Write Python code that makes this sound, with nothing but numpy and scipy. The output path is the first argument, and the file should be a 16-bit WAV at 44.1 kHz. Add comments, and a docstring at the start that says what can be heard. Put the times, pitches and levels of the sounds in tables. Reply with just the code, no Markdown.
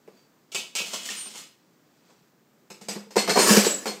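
"""A hard, quiet room, one microphone close to an old wooden coin machine with a clock face.
A sleeve brushes the case; a coin drops in, strikes the chute and slides down it. A knob is turned:
latches click, levers clunk in the cabinet, a spring rings and gears rattle the hand into a spin.
Rubbing metal squeals briefly, and the bare room prolongs the sounds."""
import sys
import numpy as np
from scipy import signal
from scipy.fft import rfft, irfft
from scipy.io import wavfile

SR = 44100
rng = np.random.default_rng(int(sys.argv[2]) if len(sys.argv) > 2 else 0)


def wav_record(signal):
    """Record a signal, one row per channel, as 16-bit PCM in the file named by sys.argv[1]."""
    frames = np.transpose(np.atleast_2d(signal))
    bounded = np.clip(frames, -1, 1)
    # unit amplitude maps onto the largest positive 16-bit level
    quanta = np.round(bounded * 32767).astype(np.int16)
    wavfile.write(sys.argv[1], SR, quanta)


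N = 176400
T = np.arange(SR) / SR  # one second, the span of a single event
METAL_DIRECT, WOOD_DIRECT = 2.7, 7.1  # gain of the direct path to the microphone
COIN_CHATTER_S, LEVER_CHATTER_S = 0.0062, 0.0098  # decay of the rebounds after a contact
CABINET_T60_S, SPRING_T60_S, CHUTE_T60_S, WHEEL_T60_S = 0.56, 0.23, 0.36, 0.74
PEAKY_DB, PEAK_WIDTH_HZ = 2.5, 110  # the many small resonances of sheet metal


def amp(db):
    """Decibels to gain."""
    return 10 ** (np.asarray(db) / 20)


def unit(x):
    """Scales to energy 1."""
    return x / (np.linalg.norm(x) + 1e-20)


def unit_rms(x):
    """Scales to rms 1."""
    return unit(x) * np.sqrt(x.size)


def value_at(points, hz):
    """Interpolates a table on a log-frequency axis."""
    f, value = np.transpose(points)
    return np.interp(np.log(hz + 1), np.log(f + 1), value)


def add(mix, s, sound):
    """Mixes a sound in at s seconds."""
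    part = mix[max(round(s * SR), 0):][:len(sound)]
    part += sound[:len(part)]


def through(x, response):
    """Convolves, keeping the length."""
    return signal.fftconvolve(x, response)[:len(x)]


def colour(spectrum, peaky_db=0, size=4096):
    """Minimum-phase filter of energy 1; peaky_db adds small random resonances to the spectrum."""
    hz = abs(np.fft.fftfreq(size, 1 / SR))
    peaks = np.interp(hz / PEAK_WIDTH_HZ, np.arange(size), rng.standard_normal(size))
    log_gain = np.log(amp(value_at(spectrum, hz) + peaky_db * peaks))
    response = np.exp(np.conj(signal.hilbert(log_gain)))
    return unit(np.fft.ifft(response).real)


def drift(n, hz):
    """Smooth random wander of rms 1, mostly slower than hz."""
    rolloff = (1 + (np.fft.rfftfreq(n, 1 / SR) / hz) ** 2) ** 2
    return unit_rms(irfft(rfft(rng.standard_normal(n)) / rolloff, n))


# reverberation of the room around the machine: f/Hz, t60/s
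ROOM_DECAY = [(150, 0.53), (500, 0.42), (1500, 0.37), (3000, 0.4), (7000, 0.32), (14000, 0.35)]
def echoes(build_s=.02, first_density=.15):
    """Reflections in case and room: sparse at first, then dense, each band dying at its own speed."""
    density = np.clip(first_density * (1 + (T / build_s) ** 2), .01, 1)
    taps = rng.standard_normal(SR) * (rng.random(SR) < density) / np.sqrt(density)
    hz, t, bands = signal.stft(taps, SR, nperseg=256)
    decay = amp(-60 * t / value_at(ROOM_DECAY, hz)[:, None])
    return signal.istft(bands * decay, SR, nperseg=256)[1][:SR]


def modes(table, t60, rise_s, blur, blur_hz):
    """Dying partials, each made uneven by reflections."""
    out = np.zeros(SR)
    for hz, db in table:
        partial = np.exp(2j * np.pi * (hz * T + rng.random()))
        flutter = 1 + blur * (drift(SR, blur_hz) + 1j * drift(SR, blur_hz))
        out += amp(db) * (partial * flutter).real
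    onset = 1 - np.exp(-(T / rise_s) ** 2)
    return out * onset * amp(-60 * T / t60)


def steel(table, t60):
    """A steel part rings with strongly fluttering modes."""
    return modes(table, t60, rise_s=0.0062, blur=0.56, blur_hz=40.3)


def settle(hold_s, tail_db):
    """Envelope of wood that shudders briefly, then leaves a weaker tail."""
    return amp(tail_db) + (1 - amp(tail_db)) * np.exp(-(T / hold_s) ** 2)


def strike(tone, chatter_s, direct, echo_shape=1, rebounds_per_s=500):
    """One contact and its quick rebounds, coloured by the part that is hit."""
    rebounds = 0.54 * rng.standard_normal(SR) * (rng.random(SR) < rebounds_per_s / SR)
    clicks = rebounds * np.exp(-T / chatter_s)
    clicks[0] = 1
    path = echoes() * echo_shape
    path[0] += direct
    return through(path, signal.fftconvolve(unit(clicks[:SR // 8]), tone))


def rub(curve, spectrum, per_s, spread_db, wet, ring=None):
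    """Tiny uneven impacts under a level curve, heard in the room; they may set a part ringing."""
    impacts = rng.choice([-1, 1], N) * (rng.random(N) < per_s / SR)
    sizes = amp(spread_db * np.minimum(rng.exponential(1, N), 4))
    level_db = np.interp(np.arange(N) / SR, *np.transpose(curve), left=-120, right=-120)
    force = unit_rms(impacts * sizes) * amp(level_db)
    direct = through(force, colour(spectrum, PEAKY_DB))
    out = (direct + wet * through(direct, unit(echoes()))) / np.hypot(1, wet)
    return out if ring is None else out + through(force, ring)


# room tone at the microphone: f/Hz, relative level/dB
AIR_SPECTRUM = [(90, -19.5), (150, -2), (300, -4), (700, -13.5), (1700, -18), (2800, -25), (7500, -25.5),
                (10000, -36), (14500, -26.5)]
def air(level_db=-62.5):
    """The room's air rumbles low, with a faint hiss."""
    gain = amp(level_db + 0.4 * drift(N, 4.3))
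    return gain * through(rng.standard_normal(N), colour(AIR_SPECTRUM))


# sleeve on the case, barely above the room tone: t/s, level/dB
SLEEVE_CURVE = [(0, -77), (.19, -65.5), (.3, -77.5), (1.9, -74.5), (2.1, -64), (2.3, -78)]
# cloth rustle: f/Hz, relative level/dB
SLEEVE_SPECTRUM = [(100, -19), (400, 1), (3200, -2), (4800, 0), (7500, -4.5), (10000, -17)]
def sleeve():
    """Cloth brushes the machine twice in a fine stream of tiny contacts."""
    return rub(SLEEVE_CURVE, SLEEVE_SPECTRUM, per_s=2500, spread_db=-2.5, wet=0.63)


# modes of the wooden cabinet: f/Hz, relative level/dB
CABINET_MODES = [(168, -22), (205, -3), (371, -19), (457, -13.5), (666, -34)]
def thump():
    """The cabinet's low modes swell and settle."""
    ring = modes(CABINET_MODES, CABINET_T60_S, rise_s=0.0078, blur=0.4, blur_hz=22.6)
    return settle(hold_s=0.027, tail_db=-11) * ring


# struck wood, heard close: f/Hz, relative level/dB
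CLACK_SPECTRUM = [(110, -41.5), (190, 2.5), (280, -6.5), (390, 2), (620, -2.5), (900, -3), (1700, -12),
                  (3500, -28), (12000, -35.5)]
def clack(chatter_s):
    """A contact rattles the wooden panels, which quickly settle."""
    shudder = settle(hold_s=0.016, tail_db=-6.5)
    return strike(colour(CLACK_SPECTRUM), chatter_s, WOOD_DIRECT, shudder)


# latches and levers inside the case, and at 2.1 s a faint tick of a hand on the knob: t/s, thump level/dB,
# clack level/dB, metal level/dB
LEVER_BLOWS = [(.077, -77, -47.5, -72), (2.097, -73, -57, -69), (2.702, -38, -43.5, -44.5),
               (2.812, -34.5, -49, -46.5), (2.885, -26, -32.5, -30.5), (2.957, -26.5, -39.5, -79),
               (3.107, -47, -46.5, -47), (3.158, -25, -25, -33), (3.165, -20, -20, -25.5),
               (3.18, -25, -27, -25.5), (3.277, -22.5, -21, -30), (3.294, -28, -20, -23),
               (3.3575, -33, -17, -27.5), (3.371, -31, -18, -24.5), (3.391, -41, -18.5, -22),
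               (3.502, -5.5, -28, -21.5), (3.566, -10.5, -24, -18), (3.646, -20, -28, -24.5),
               (3.857, -38, -26, -31), (3.87, -31, -33, -36)]
# struck steel linkage: f/Hz, relative level/dB
METAL_SPECTRUM = [(150, -37), (1000, -15), (2200, -0.5), (3300, -5.5), (4600, -1), (8200, -2), (9700, -17),
                  (13000, -13), (15500, -28)]
def levers():
    """Each blow thumps the cabinet, clacks its panels and jangles a different steel part."""
    out = np.zeros(N)
    for s, thump_db, clack_db, metal_db in LEVER_BLOWS:
        add(out, s, amp(thump_db) * thump())
        add(out, s, amp(clack_db) * clack(LEVER_CHATTER_S))
        jangle = strike(colour(METAL_SPECTRUM, PEAKY_DB), LEVER_CHATTER_S, METAL_DIRECT)
        add(out, s, amp(metal_db) * jangle)
    return out


# clunks at the front of the machine: t/s, level/dB
PANEL_CLUNKS = [(0.078, -43), (2.958, -37), (3.067, -50), (3.164, -15.5), (3.371, -17.5), (3.511, -17),
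                (3.569, -15), (3.664, -17.5)]
# modes of the wooden front panel: f/Hz, relative level/dB
PANEL_MODES = [(360, -2), (450, 1.5), (900, -12.5)]
def panel():
    """The front panel answers blows with a short, hollow note."""
    out = np.zeros(N)
    for s, db in PANEL_CLUNKS:
        ring = modes(PANEL_MODES, CABINET_T60_S, rise_s=0.0032, blur=0.41, blur_hz=50.4)
        add(out, s, amp(db) * settle(hold_s=0.013, tail_db=-27) * ring)
    return out


# squeals from the mechanism, more direct sound than room: t/s, length/s, f/Hz, level/dB
METAL_SQUEALS = [(.165, 0.093, 4620, -66), (1.089, 0.013, 1827, -29.5), (1.162, 0.17, 8740, -38.5),
                 (3.384, 0.13, 8690, -26.5), (3.66, 0.13, 7710, -22.5)]
def squeals(waver_hz=16, skew=0.46, wet=0.48):
    """Metal sliding on metal sings on one wavering pitch, swelling quickly and tapering off."""
    out = np.zeros(N)
    for s, length, hz, db in METAL_SQUEALS:
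        swell = np.sin(np.pi * np.minimum(T / length, 1) ** skew)
        pitch = hz + waver_hz * drift(SR, 98)
        add(out, s, amp(db) * swell * np.sin(2 * np.pi * np.cumsum(pitch) / SR))
    return out + wet * through(out, unit(echoes()))


# coin strikes inside the case: t/s, clink level/dB, knock level/dB
COIN_STRIKES = [(.518, -39.5, -53), (0.547, -26, -31), (0.7523, -24.5, -41), (0.784, -29, -52),
                (.803, -63, -32.5), (0.933, -30.5, -30.5), (1.101, -35, -39.5), (1.259, -46.5, -41),
                (1.348, -48, -41.5)]
# coin on steel: f/Hz, relative level/dB
CLINK_SPECTRUM = [(100, -26.5), (500, -7), (1900, -10), (2700, 4.5), (4100, 1), (7800, 2), (9700, -11),
                  (15500, -18)]
# modes of the steel chute: f/Hz, relative level/dB
CHUTE_MODES = [(1330, -20.5), (1916, -26), (2293, -13), (2560, -10.5), (2720, -12.5), (2960, -11),
               (3460, -14), (5160, -17), (6465, -17), (7235, -17)]
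# coin sliding down the chute: t/s, level/dB
SLIDE_CURVE = [(.76, -48), (.81, -42), (.915, -39.5), (.937, -26.5), (.975, -54), (1.03, -36.5),
               (1.165, -38.5), (1.21, -45.5), (1.25, -53), (1.3, -41), (1.325, -48), (1.36, -37.5),
               (1.41, -50), (1.45, -71)]
# scrape of the coin: f/Hz, relative level/dB
SLIDE_SPECTRUM = [(110, -25), (190, 3), (600, -7.5), (1600, -2), (3000, 3), (7800, 3), (9700, -6),
                  (15500, -13)]
def coin():
    """The coin hits the chute, knocking the case, and scrapes on down, keeping the steel ringing."""
    chute_ring = 0.12 * unit(steel(CHUTE_MODES, CHUTE_T60_S))
    out = rub(SLIDE_CURVE, SLIDE_SPECTRUM, per_s=800, spread_db=5.0, wet=2.2, ring=chute_ring)
    for s, clink_db, knock_db in COIN_STRIKES:
        clink = strike(colour(CLINK_SPECTRUM, peaky_db=1.7), COIN_CHATTER_S, METAL_DIRECT)
        add(out, s, amp(clink_db) * (clink + steel(CHUTE_MODES, CHUTE_T60_S)))
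        knock = (clack(COIN_CHATTER_S) + thump()) / 2
        add(out, s, amp(knock_db) * knock)
    return out


# blows that reach the spring: t/s, level/dB
SPRING_BLOWS = [(3.172, -22.5), (3.296, -25), (3.332, -27), (3.376, -19.5), (3.405, -22.5), (3.873, -31)]
# modes of the steel spring: f/Hz, relative level/dB
SPRING_MODES = [(2642, -11), (4310, 1.5), (4337, -8), (5114, -7), (6108, -17), (8120, -15), (8690, -7)]
def spring():
    """The struck spring rings high, two close modes beating."""
    out = np.zeros(N)
    for s, db in SPRING_BLOWS:
        ring = modes(SPRING_MODES, SPRING_T60_S, rise_s=0.0064, blur=0.3, blur_hz=31)
        add(out, s, amp(db) * ring)
    return out


# gear train behind the clock face, heard mostly by reflection: t/s, level/dB
GEAR_CURVE = [(3.27, -58), (3.31, -42), (3.36, -56), (3.395, -18.5), (3.445, -23.5), (3.485, -13),
              (3.51, -16.5), (3.578, -20), (3.615, -31), (3.675, -25.5), (3.72, -46), (3.8, -43), (4, -61)]
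# rattle of the teeth: f/Hz, relative level/dB
GEAR_SPECTRUM = [(105, -24), (200, 4.5), (450, 8), (1200, -1), (3300, -5.5), (4700, -1), (7600, 1),
                 (9700, -7.5), (15500, -13.5)]
# modes of the gear wheels: f/Hz, relative level/dB
WHEEL_MODES = [(5114, -3), (6108, -2), (6920, -1), (7762, 1)]
def gears():
    """The running gears rattle in tiny impacts that set their wheels ringing."""
    wheel_ring = 0.23 * unit(steel(WHEEL_MODES, WHEEL_T60_S))
    return rub(GEAR_CURVE, GEAR_SPECTRUM, per_s=860, spread_db=2.5, wet=2.2, ring=wheel_ring)


def scene():
    """Room, sleeve, mechanism and coin as they reach the microphone, in mono."""
    return (air() + sleeve() + levers() + panel() + squeals() + coin() + spring() + gears())[None]


def record(dry, low_cut_hz=70, ceiling=.8, band_limit_hz=15700):
    """Deep bass is cut, the loudest knocks are gently rounded off, and the treble is limited."""
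    thin = signal.sosfilt(signal.butter(2, low_cut_hz, "highpass", fs=SR, output="sos"), dry)
    softened = thin / (1 + (thin / ceiling) ** 4) ** .25
    lowpass = signal.firwin(255, band_limit_hz, window=("kaiser", 8), fs=SR)
    return signal.oaconvolve(softened, lowpass[None], "same")


dry = scene()
out = record(dry)
wav_record(out)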